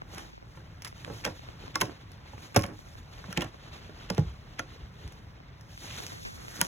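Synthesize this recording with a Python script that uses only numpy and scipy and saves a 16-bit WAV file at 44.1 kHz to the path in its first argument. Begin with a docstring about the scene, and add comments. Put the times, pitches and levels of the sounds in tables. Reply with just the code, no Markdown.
"""Slow footsteps on a wooden garden deck: heel and sole click (noise bursts, short high modes),
planks knock and the frame thumps (struck modes, damped swings), grit cracks, soft scrapes swell.
The walker holds a phone: fingers tick (quick falling chirps) and slide on it (decaying noise).
A jacket rustles (noise in swells); the yard hisses and rumbles faintly (steady coloured noise)."""
import sys
import numpy as np
from scipy import signal
from scipy.fft import rfft, irfft, next_fast_len
from scipy.io import wavfile
from scipy.ndimage import uniform_filter1d

SR = 44100
rng = np.random.default_rng(int(sys.argv[2]) if len(sys.argv) > 2 else 0)


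def to_wav(s):
    """Save 16-bit WAV."""
    ch = np.atleast_2d(s).T  # columns
    pcm = np.round(np.clip(ch, -1, 1) * 32767)  # PCM
    wavfile.write(sys.argv[1], SR, pcm.astype(np.int16))


N = 294145
T = np.arange(int(0.5 * SR)) / SR  # time axis of one event, s
LEVEL_WINDOW = int(0.025 * SR)  # samples


def undb(db):
    """Decibels to gain."""
    return 10 ** (np.asarray(db) / 20)


def spectrum(points, hz):
    """Gain at hz, interpolated in dB over log frequency."""
    f, db = np.transpose(points)
    return undb(np.interp(np.log(hz + 1), np.log(f), db))


def shape(x, gain):
    """Filter x by gain(hz), which may be complex."""
    size = next_fast_len(x.shape[-1] + len(T))
    filtered = rfft(x, size) * gain(np.fft.rfftfreq(size, 1 / SR))
    return irfft(filtered, size)[..., :x.shape[-1]]


# stereo width [f/Hz, side minus mid/dB]
WIDTH = [(60, -26.5), (150, -25), (280, -12), (500, -2.5), (1200, -0.5), (3000, -1)]


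def pair(mid, side, wide_db=0):
    """Left and right from mid and side; WIDTH makes the bass alike and the treble less so."""
    ratio = lambda f: spectrum(WIDTH, f) * undb(wide_db)
    mid = shape(mid, lambda f: 1 / np.hypot(1, ratio(f)))
    side = shape(side, lambda f: ratio(f) / np.hypot(1, ratio(f)))
    return np.array([mid + side, mid - side])


def noise(points, size, wide_db=0):
    """Coloured stereo noise of rms 1."""
    white = pair(*rng.standard_normal((2, size)), wide_db)
    x = shape(white, lambda f: spectrum(points, f))
    return x / x.std()


def walk(rate_hz):
    """Smoothed random steps with a spread near 1."""
    k = max(int(SR / rate_hz), 1)
    steps = np.repeat(rng.standard_normal(N // k + 1), k)
    return 1.04 * uniform_filter1d(steps, k)[:N]


def level(x, db):
    """Set the rms over the first LEVEL_WINDOW."""
    return x * undb(db) / np.sqrt(np.mean(x[..., :LEVEL_WINDOW] ** 2))


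def add(out, s, x):
    """Mix x into out from time s."""
    i = int(s * SR)
    x, i = x[:, max(-i, 0):], max(i, 0)
    out[:, i:i + x.shape[-1]] += x[:, :N - i]


def flicker(x, depth_db):
    """Neighbouring pitches of a noise flicker independently; overall rms is kept."""
    cells = signal.stft(x, nperseg=512)[2]
    chance = uniform_filter1d(rng.standard_normal(cells.shape[1:]), size=3, axis=0)
    y = signal.istft(cells * undb(depth_db * chance / chance.std()))[1][:, :N]
    return y * x.std() / y.std()


SWELL_POWER = 1.8  # 1 is a pointed swell, 2 a bell


def swell(middle_s, half_s):
    """Smooth rise and fall, peak 1."""
    return np.exp(-np.abs((np.arange(N) / SR - middle_s) / half_s) ** SWELL_POWER)


def favour(hz, centre_hz, below_db, above_db):
    """Spot and hardness of a contact favour one register; slopes in dB per octave."""
    octaves = np.log2((hz + 1) / centre_hz)
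    return undb(np.minimum(below_db * octaves, -above_db * octaves))


def uneven(x, spacing_hz, depth_db):
    """Each spot of the deck has its own spectral peaks and hollows."""
    db = depth_db * rng.standard_normal(size=256)
    return shape(x, lambda f: undb(np.interp(f / spacing_hz, np.arange(len(db)), db)))


def disperse(x, lag_s):
    """Treble first, as in bending waves; the delay is lag_s at 1 kHz and goes as 1 / sqrt(f)."""
    return shape(x, lambda f: np.exp(-4j * np.pi * lag_s * np.sqrt(1000 * f)))


def ring(modes, colour, scatter_db, wide_db=-4):
    """Struck decaying modes, weighted by colour(hz), each with its own phase at either microphone."""
    hz, db, t60 = np.transpose(modes)[:, :, None]
    gain = undb(db + scatter_db * rng.standard_normal(hz.shape)) * colour(hz)
    phase = rng.uniform(0, 2 * np.pi, hz.shape)
    turn = np.arctan(spectrum(WIDTH, hz) * undb(wide_db)) * rng.choice([-1, 1], hz.shape)
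    wave = gain * np.exp((2j * np.pi * hz - np.log(1000) / t60) * T + 1j * phase)
    return np.array([(wave * np.exp(1j * side * turn)).imag.sum(axis=0) for side in (1, -1)])


# open-air hiss and distant rumble [f/Hz, density/dB per Hz]
AIR = [(100, 1), (300, 0.5), (1000, -2), (2000, -5.5), (4000, -22.5), (5800, -15.5), (7200, -50),
       (16000, -53)]
RUMBLE = [(20, -58), (32, -36), (38, 1), (60, -2.5), (105, 1), (160, -4.5), (230, -15), (400, -32),
          (1500, -50)]


def yard(hiss_db=-57.0, rumble_db=-49.0):
    """Open air: soft flickering hiss and a wavering distant rumble."""
    hiss = flicker(noise(AIR, size=N), depth_db=3.0) * undb(hiss_db + 0.22 * walk(6.7))
    rumble = noise(RUMBLE, size=N, wide_db=8.5) * undb(rumble_db + 1.0 * walk(6.4))
    return hiss + rumble


# crisp and soft parts of the cloth [f/Hz, density/dB per Hz]
CLOTH = [(200, -26), (1500, -30), (3500, -5.5), (5000, -4.5), (6400, -3), (7600, -13), (9000, -13.5),
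         (12000, -13), (16000, -22)]
SWISH = [(200, 7.5), (600, 4.5), (1500, 1), (2600, 0), (3800, 0), (4800, -5.5), (7000, -16), (16000, -90)]
# limb swings [middle t/s, half length/s, level before the part gains/dB, crisp re soft/dB]
SWINGS = [(0.19, 0.094, -55, 0.5), (0.547, 0.085, -69, 5.5), (1.17, 0.18, -61.5, 4.5),
          (1.377, 0.75, -60.5, -5), (1.805, 0.58, -58.5, -9), (2.45, 0.12, -56.5, -1),
          (2.846, 0.22, -65.5, 5), (3.298, 0.26, -56.5, -4.5), (3.745, 0.13, -54, -8.5),
          (4.12, 0.6, -58, -7.5), (4.715, 0.06, -56.5, -8), (5.108, 0.2, -59.5, -5.5),
          (5.866, 0.15, -55, 3), (5.987, 0.19, -52, 1.5), (6.187, 0.24, -65, 14), (6.644, 0.27, -60, 12.5)]
SOFT_GAIN_DB, CRISP_GAIN_DB = 4, -1
REST_DB, REST_CRISP_DB = -66, -31  # sliding that never stops, before the gains; crisp re soft


def jacket(grain_db=1.0, flutter_db=2.5, flicker_db=2.5):
    """Cloth slides over cloth in small catches, swelling with each swing of a limb."""
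    soft_power = undb(REST_DB) ** 2
    crisp_power = undb(REST_DB + REST_CRISP_DB) ** 2
    for s, half_s, db, crispness_db in SWINGS:
        power = (undb(db) * swell(s, half_s)) ** 2
        soft_power = soft_power + power
        crisp_power = crisp_power + power * undb(crispness_db) ** 2
    catches_db = grain_db * walk(600) + flutter_db * walk(40)
    crisp = noise(CLOTH, size=N, wide_db=1.0) * np.sqrt(crisp_power) * undb(CRISP_GAIN_DB)
    swish = noise(SWISH, size=N, wide_db=1.0) * np.sqrt(soft_power) * undb(SOFT_GAIN_DB)
    return flicker((crisp + swish) * undb(catches_db), flicker_db)


# skin on the phone [f/Hz, density/dB per Hz]
FINGER = [(80, 1.5), (250, 2), (1300, -3.5), (2400, -6.5), (6000, -16), (16000, -79)]


def rub(decay_s):
    """Skin slides on the phone: decaying noise, nearly all side signal."""
    return noise(FINGER, size=len(T), wide_db=47.5) * np.exp(-T / decay_s)


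TAP_LEAD_S = 0.003  # lead before the peak of the tick, room for its smooth start
CHIRP_LAG_S = 0.003  # chirp delay at 1 kHz


def tap(bright_hz, rub_db=-14, rub_s=0.011, low_hz=190, skin_hz=4200):
    """A soft tick heard as a quick falling chirp, opposite in the two channels, plus a little rub."""
    def colour(f):
        high_pass = f / np.hypot(f, low_hz)
        return high_pass / np.hypot(1, (f / bright_hz) ** 2) / np.hypot(1, (f / skin_hz) ** 2)

    impulse = signal.unit_impulse(len(T), int(TAP_LEAD_S * SR))
    tick = disperse(shape(impulse, colour), CHIRP_LAG_S) * np.array([[1], [-1]])
    return level(tick, 0) + level(rub(rub_s), rub_db)


# finger taps [t/s, level/dB, dull above f/Hz]
TAPS = [(0.017, -42, 1210), (0.333, -53, 700), (0.355, -69.5, 2500), (0.376, -50, 820), (0.424, -51, 700),
        (0.925, -49, 1200), (1.392, -49, 1100), (1.486, -45, 1090), (1.678, -46.5, 1144),
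        (2.522, -56, 1500), (2.789, -49, 1100), (2.869, -55, 890), (2.952, -51, 1110), (3.19, -51, 1117),
        (3.542, -51, 1300), (5.401, -54, 1200), (5.775, -48.5, 2400), (6.001, -43.5, 1200),
        (6.118, -47, 1200), (6.447, -51, 1200), (6.481, -45, 2200), (6.606, -38, 2200), (6.648, -41, 1800),
        (6.666, -46.5, 1460)]
# finger slides [t/s, level/dB, decay/s]
SLIDES = [(0.19, -54, 0.16), (0.331, -52.5, 0.049), (6.12, -46.5, 0.49), (6.25, -37.5, 0.037)]


def fingers():
    """Dull ticks and rubs of fingers on the phone, opposite in the two channels."""
    out = np.zeros((2, N))
    for s, db, bright_hz in TAPS:
        add(out, s - TAP_LEAD_S, level(tap(bright_hz), db))
    for s, db, decay_s in SLIDES:
        add(out, s, level(rub(decay_s), db))
    return out


# hard sole on wood [f/Hz, density/dB per Hz]
CLICK = [(500, 4), (1500, 9.5), (3300, 5.5), (4200, -1.5), (5300, 15), (6500, 4), (7800, -4.5),
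         (10000, 4.5), (13000, -8), (14800, -2), (16000, -14)]
# short high modes of the sole on wood [f/Hz, level/dB, t60/s]
SOLE = [(3200, -2, 0.02), (4210, -9, 0.017), (5320, 6, 0.015), (5100, 2.5, 0.0089), (5450, 1.5, 0.023),
        (6300, 6, .018), (6880, 4.5, 0.011), (7940, 1.5, 0.014), (10500, -23, .009), (12100, -1, 0.012),
        (13400, -9, .012)]


def click(length_s, grain_db=5, tail_db=-23, tail_s=0.025, ring_db=-5, rise_s=0.0001,
          usual_s=0.0057, uneven_db=5.0):
    """Many tiny contacts and a short high ring; a brief contact is a dry snap."""
    t = T[:len(T) // 4]
    grains = undb(grain_db * np.repeat(rng.standard_normal(len(t)), 16)[:len(t)])
    fullness = np.sqrt(min(length_s / usual_s, 1))
    contacts = grains * np.exp(-2 * t / length_s)
    tail = fullness ** 2 * undb(tail_db) * np.exp(-t / tail_s)
    burst = uneven(noise(CLICK, size=len(t)), spacing_hz=425, depth_db=uneven_db) * (contacts + tail)
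    hz, db, t60 = np.transpose(SOLE)[:, :, None]
    phase = rng.uniform(0, 2 * np.pi, hz.shape)
    tone = np.sum(undb(db - 60 * t / t60) * np.sin(2 * np.pi * hz * t + phase), axis=0)
    return (level(burst, 0) + fullness * level(tone, ring_db)) * (1 - np.exp(-t / rise_s))


def grit(length_s):
    """A grain cracks, broad and dry, with hardly any ring."""
    return click(length_s, tail_db=-11, ring_db=-23, rise_s=0.00019, uneven_db=3.0)


# grit under the sole [t/s, level/dB, length/s]
GRIT = [(0.147, -52, 0.0023), (.181, -47.5, .004), (.821, -48, .004), (.847, -41.5, 0.0087),
        (0.851, -49, 0.0098), (.874, -45.5, 0.011), (1.804, -44, 0.0038), (2.118, -57, 0.002),
        (2.545, -46, 0.0031), (2.573, -33, .003), (2.592, -41, .003), (2.613, -48.5, .0015),
        (2.622, -45, .0013), (2.634, -48, .003), (2.663, -50.5, .004), (4.148, -50, .0014),
        (4.194, -50.5, .0023), (5.077, -57, .0029), (5.122, -56, 0.003), (5.61, -60, .0029),
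        (6.0657, -43.5, 0.0018), (6.608, -44, 0.0015)]


def grit_cracks():
    """Grains crack under the sole."""
    out = np.zeros((2, N))
    for s, db, length_s in GRIT:
        add(out, s, level(grit(length_s), db))
    return out


# colour of scrapes and of the crack in knock() [f/Hz, density/dB per Hz]
WOOD = [(150, 8.5), (300, 5), (600, -8), (1100, -7), (2000, -5), (3500, -11), (6000, -9), (16000, -23)]


def scrape(half_s, centre_hz, grain_db=5):
    """Sticking and slipping contact: grainy noise in a short swell, centred in T."""
    t = T - T[-1] / 2
    grains = undb(grain_db * np.repeat(rng.standard_normal(len(T)), 40)[:len(T)])
    slips = pair(*rng.standard_normal((2, len(T)))) * grains
    colour = lambda f: spectrum(WOOD, f) * favour(f, centre_hz, below_db=6.5, above_db=9.0)
    rough = uneven(shape(slips, colour), spacing_hz=252.0, depth_db=1.0)
    return rough / rough.std() * np.exp(-(t / half_s) ** 2 / 2)


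# short scrapes and soft brushing [middle t/s, half length/s, level/dB, centre f/Hz]
SCRAPES = [(0.16, 0.0017, -47, 1110), (0.183, 0.01, -42.5, 1290), (0.189, 0.07, -51, 880),
           (0.862, 0.016, -47.5, 2000), (1.049, 0.0014, -41, 2700), (1.105, 0.049, -49.5, 700),
           (1.272, 0.0081, -44.5, 1800), (1.277, 0.035, -45.5, 695), (1.884, 0.028, -44.5, 690),
           (2.380, 0.0013, -40, 1070), (2.559, 0.0072, -36, 890), (2.573, 0.0053, -32, 800),
           (2.607, .015, -54, 3000), (2.639, 0.003, -35.5, 2400), (2.656, 0.004, -41, 2000),
           (2.681, 0.015, -53, 1800), (2.702, 0.025, -42.5, 526), (3.376, 0.0044, -31, 2820),
           (3.407, 0.022, -43.5, 1900), (3.42, 0.0048, -48, 2400), (3.46, 0.015, -49, 1300),
           (4.103, 0.0014, -28, 1890), (4.181, 0.0011, -31.5, 4380), (5.921, 0.052, -45.5, 3280),
           (6.129, 0.049, -54.5, 2000), (6.409, 0.034, -53.5, 1320), (6.56, 0.073, -50.5, 1560),
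           (6.598, 0.013, -46.5, 700)]


def scrapes():
    """Short scrapes and soft brushing of sole, cloth and fingers."""
    out = np.zeros((2, N))
    for s, half_s, db, hz in SCRAPES:
        add(out, s - T[-1] / 2, undb(db) * scrape(half_s, hz))
    return out


# brief dips in the background [middle t/s, half length/s, level/dB]
DIPS = [(0.357, 0.043, -21), (0.929, 0.014, -16), (1.394, 0.014, -26), (2.788, 0.015, -16),
        (5.78, 0.02, -17), (6.267, 0.031, -46)]
DIP_ABOVE_HZ, DIP_BELOW_HZ = 180, 1900


def dip(x):
    """The middle band of the background dips briefly."""
    band = lambda f: f ** 2 / (f ** 2 + DIP_ABOVE_HZ ** 2) / (1 + (f / DIP_BELOW_HZ) ** 4)
    dip_db = sum(db * swell(s, half_s) for s, half_s, db in DIPS)
    return x - shape(x, band) * (1 - undb(dip_db))


def foot_swing(hz, cycles, wide_db=-3):
    """The board under the shoe: damped by the foot, it swings for only a few cycles."""
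    turn = np.arctan(spectrum(WIDTH, hz) * undb(wide_db)) * np.array([[1], [-1]])
    age = hz * T / cycles
    return age * np.exp(-age) * np.sin(2 * np.pi * hz * T + turn)


# plank modes [f/Hz, level/dB, t60/s]
PLANK = [(312.4, 4, 0.12), (360.8, 1, 0.17), (458, -14, 0.063), (480.5, -3, 0.124), (521, 1.5, 0.15),
         (588, 3.5, 0.095), (580, -8, 0.066), (746, -6.5, 0.16), (848, 3, 0.072), (943, -3, 0.08),
         (1096, -7.5, 0.22), (1105, -10, 0.17), (1353, 1.5, 0.054), (1384, 3, 0.076), (1587, 7.5, 0.032),
         (1810, 1.5, 0.048), (2090, -13.5, 0.018), (2580, -4, 0.038), (2774, -0.5, 0.027),
         (3125, 9.5, 0.015)]


def knock(centre_hz, swing_db=-1, cycles=1.4, crack_db=-3, crack_s=0.0059, rise_s=0.00035):
    """The struck plank swings and rings in its modes over a dense, quickly dying crack."""
    modes = np.array(PLANK) * [1 + 0.025 * rng.standard_normal(), 1, 1]  # no two planks alike
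    tone = ring(modes, lambda f: favour(f, centre_hz, below_db=5.0, above_db=5.0), scatter_db=4.5)
    crack = shape(noise(WOOD, size=len(T)), lambda f: favour(f, centre_hz, below_db=8.0, above_db=7.0))
    crack = uneven(crack, spacing_hz=130.8, depth_db=6.5) * np.exp(-T / crack_s)
    plank = level(foot_swing(centre_hz, cycles), swing_db) + level(tone, 0) + level(crack, crack_db)
    return plank * (1 - np.exp(-T / rise_s))


# modes of joists and whole deck [f/Hz, level/dB, t60/s]
FRAME = [(60.7, 0, 0.25), (89.5, -4, .3), (107.6, 4, 0.35), (159.6, -3, 0.17), (184.2, -1.5, 0.11),
         (230, -7.5, .1), (261, 1, 0.11)]


def thump(centre_hz, rise_s=0.005, cycles=0.74, frame_db=-8):
    """The weight bends the deck, and the joists ring on."""
    frame = ring(FRAME, lambda f: favour(f, centre_hz, below_db=6.0, above_db=3.5), scatter_db=4.5)
    bump = level(foot_swing(centre_hz, cycles), 0) + level(frame, frame_db)
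    return bump * (1 - np.exp(-(T / rise_s) ** 2))


WEIGHT_LAG_S = 0.0018  # thump after knock
# weight shifts [t/s, thump level/dB, thump centre f/Hz, knock level/dB, knock centre f/Hz]
SHIFTS = [(0.572, -73, 152, -51.5, 950), (1.075, -56, 192, -44, 496), (1.099, -43.5, 129, -41, 433),
          (1.141, -42, 105, -64, 423), (1.295, -51, 116, -65, 423), (1.636, -45.5, 122, -51.5, 427),
          (1.829, -39.5, 125, -37, 420), (2.333, -43.5, 104, -50, 900), (3.24, -45.5, 118, -49, 1100),
          (3.281, -41, 184, -52, 600), (3.892, -51, 158, -48.5, 403), (4.808, -39.5, 64.6, -72, 423),
          (5.04, -37.5, 67, -61, 423)]


def weight_shifts():
    """The deck gives as weight shifts onto a planted foot."""
    out = np.zeros((2, N))
    for s, thump_db, thump_hz, knock_db, knock_hz in SHIFTS:
        add(out, s, level(knock(knock_hz), knock_db))
        add(out, s + WEIGHT_LAG_S, level(thump(thump_hz), thump_db))
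    return out


# modes of one board [multiple of lowest ring, level/dB, t60/s if the lowest is 1 kHz]
BOARD = [(1, 1, 0.064), (1.243, -3, 0.032), (1.53, -2, 0.021), (1.89, -6.5, 0.06)]


def board(hz, scatter_db=3.0):
    """The one board that was hit sings briefly in its own modes; high boards die sooner."""
    modes = np.array(BOARD) * [hz, 1, np.sqrt(1000 / hz)]
    return ring(modes, np.ones_like, scatter_db, wide_db=-5)


# short soft scrape swelling around each strike; level is for a 0 dB knock, growth in dB per dB
HALO_LEAD_S, HALO_HALF_S, HALO_DB, HALO_HZ, HALO_GROWTH = 0.000973, 0.0078, -27, 2600, 0.48
SCATTER_DB, SCATTER_S = -26.5, 0.056  # finer grit: level re click, time it falls within
# heel and sole strikes [t/s, thump level/dB, thump centre f/Hz, knock level/dB, knock centre f/Hz,
# click level/dB, click length/s, board ring f/Hz, ring level/dB]
STEPS = [ (1.246, -61, 240, -41.5, 2380, -42, 0.019, 2290, -52),
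         (1.2503, -45, 253, -35, 2670, -35, 0.004, 2260, -56),
         (1.263, -43.5, 230, -36, 527, -44, 0.0018, 1155, -43),
         (1.275, -45, 139, -40, 965, -56, .005, 515, -39),
         (1.756, -56, 130, -34.5, 1430, -31.5, 0.0061, 1110, -32),
         (1.8117, -57, 232, -33, 2650, -27.5, 0.0032, 2180, -38.5),
         (1.816, -39, 196, -28.5, 1014, -31.5, 0.0064, 1027, -32.5),
         (2.562, -27.5, 218, -22.5, 726, -24, 0.013, 569, -25.5),
         (2.566, -19.5, 101.8, -28, 405, -46, .005, 269, -27.5),
         (2.639, -43, 194, -40, 990, -46, .0049, 568, -41),
         (3.3267, -67, 119, -45, 1530, -45.5, 0.0026, 1630, -55),
         (3.375, -33.5, 156, -29.5, 285, -38, 0.0024, 567, -40.5),
         (3.408, -47, 125, -43.5, 2200, -45, .0095, 2700, -47),
         (3.419, -42, 238, -41, 3320, -44, 0.0047, 2900, -44),
         (3.421, -46, 262, -40.5, 1030, -48.5, 0.0046, 607, -44),
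         (3.444, -42, 129, -45.5, 715, -49, .0036, 1300, -66),
         (4.101, -33.5, 181, -34, 653, -36.5, 0.0041, 446, -37.5),
         (4.18, -19.5, 146, -32, 380, -60, 0.002, 437, -32.5),
         (4.5932, -48.5, 257, -34, 1820, -39.5, .0011, 693, -45.5),
         (6.614, -38.5, 181, -33, 1530, -24.5, 0.00055, 953, -33.5)]


def strikes():
    """Heel and sole strike: soft scrape around click, knock and board ring, later thump, two grains."""
    wood, sole = np.zeros((2, 2, N))
    for s, thump_db, thump_hz, knock_db, knock_hz, click_db, click_s, ring_hz, ring_db in STEPS:
        halo = undb(HALO_DB + HALO_GROWTH * knock_db) * scrape(HALO_HALF_S, HALO_HZ)
        add(sole, s - HALO_LEAD_S - T[-1] / 2, halo)
        add(wood, s, level(knock(knock_hz), knock_db))
        add(wood, s, level(board(ring_hz), ring_db))
        add(wood, s + WEIGHT_LAG_S, level(thump(thump_hz), thump_db))
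        add(sole, s, level(click(click_s), click_db))
        for delay in rng.random(size=2):
            add(sole, s + SCATTER_S * delay, level(grit(length_s=0.0023), click_db + SCATTER_DB))
    return wood, sole


def span(hz, t60, rise_s=0.008):
    """A smooth, deep hum that dies away, alike at both microphones."""
    hum = np.sin(2 * np.pi * hz * T) * np.exp(-np.log(1000) * T / t60)
    hum = hum * (1 - np.exp(-(T / rise_s) ** 2))
    return np.array([hum, hum])


# joist spans under full weight, the sway spreading to wider spans [t/s, f/Hz, level/dB, t60/s]
SPANS = [(2.573, 108.1, -27, .25), (4.185, 159.5, -33.5, 0.21), (4.211, 109, -38.5, 0.26),
         (4.245, 65.8, -38.5, 0.39)]


def span_hums():
    """Under the full weight a span of joists hums on."""
    out = np.zeros((2, N))
    for s, hz, db, t60 in SPANS:
        add(out, s, level(span(hz, t60), db))
    return out


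def footsteps():
    """All contacts; bending waves carry the lower tones of the wood out later."""
    wood, sole = strikes()
    wood = wood + weight_shifts() + span_hums()
    sole = sole + grit_cracks() + scrapes()
    return disperse(wood, lag_s=0.000758) + sole


def under_deck(x, wet_db=-17, t60=0.19):
    """The hollow under the boards and the house wall return a short, dull tail."""
    # [f/Hz, density/dB per Hz]
    colour = [(50, -31), (200, -1), (600, -9), (2000, -14.5), (6000, -12), (16000, -21)]
    tail = noise(colour, size=len(T))
    tail = tail * np.exp(-np.log(1000) * T / t60) * (1 - np.exp(-T / 0.012))
    tail = tail / np.sqrt(np.sum(tail ** 2) / 2) * undb(wet_db - 3)
    return signal.fftconvolve(x, tail, axes=1)[:, :N]


def scene():
    """Deck with its tail, leaning left or right by register; fingers; dipped background."""
    steps = footsteps()
    steps = steps + under_deck(steps)
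    # [f/Hz, left minus right/dB]
    lean = [(60, 0.5), (250, -3.5), (600, -3), (1200, -1.5), (2500, -2.5)]
    steps = shape(steps, lambda f: spectrum(lean, f) ** np.array([[0.5], [-0.5]]))
    return steps + fingers() + dip(jacket() + yard())


def record(dry):
    """In the treble both channels carry one signal, the right a little late; deep bass and top are cut."""
    lag_s, in_phase_hz, split_hz = 1 / 4150, 6900, 3900
    shared = lambda f: 1 / (1 + (split_hz / (f + 1)) ** 12)
    late = lambda f: np.sqrt(shared(f)) * np.exp(-2j * np.pi * (f - in_phase_hz) * lag_s)
    right = shape(dry[0], late) + shape(dry[1], lambda f: np.sqrt(1 - shared(f)))
    low_cut = signal.butter(4, 34, "highpass", fs=SR, output="sos")
    top_cut = signal.ellip(8, 0.2, 70, 16200, fs=SR, output="sos")
    sound = signal.sosfilt(low_cut, np.array([dry[0], right]))
    return signal.sosfilt(top_cut, sound)


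dry = scene()
out = record(dry)
to_wav(out)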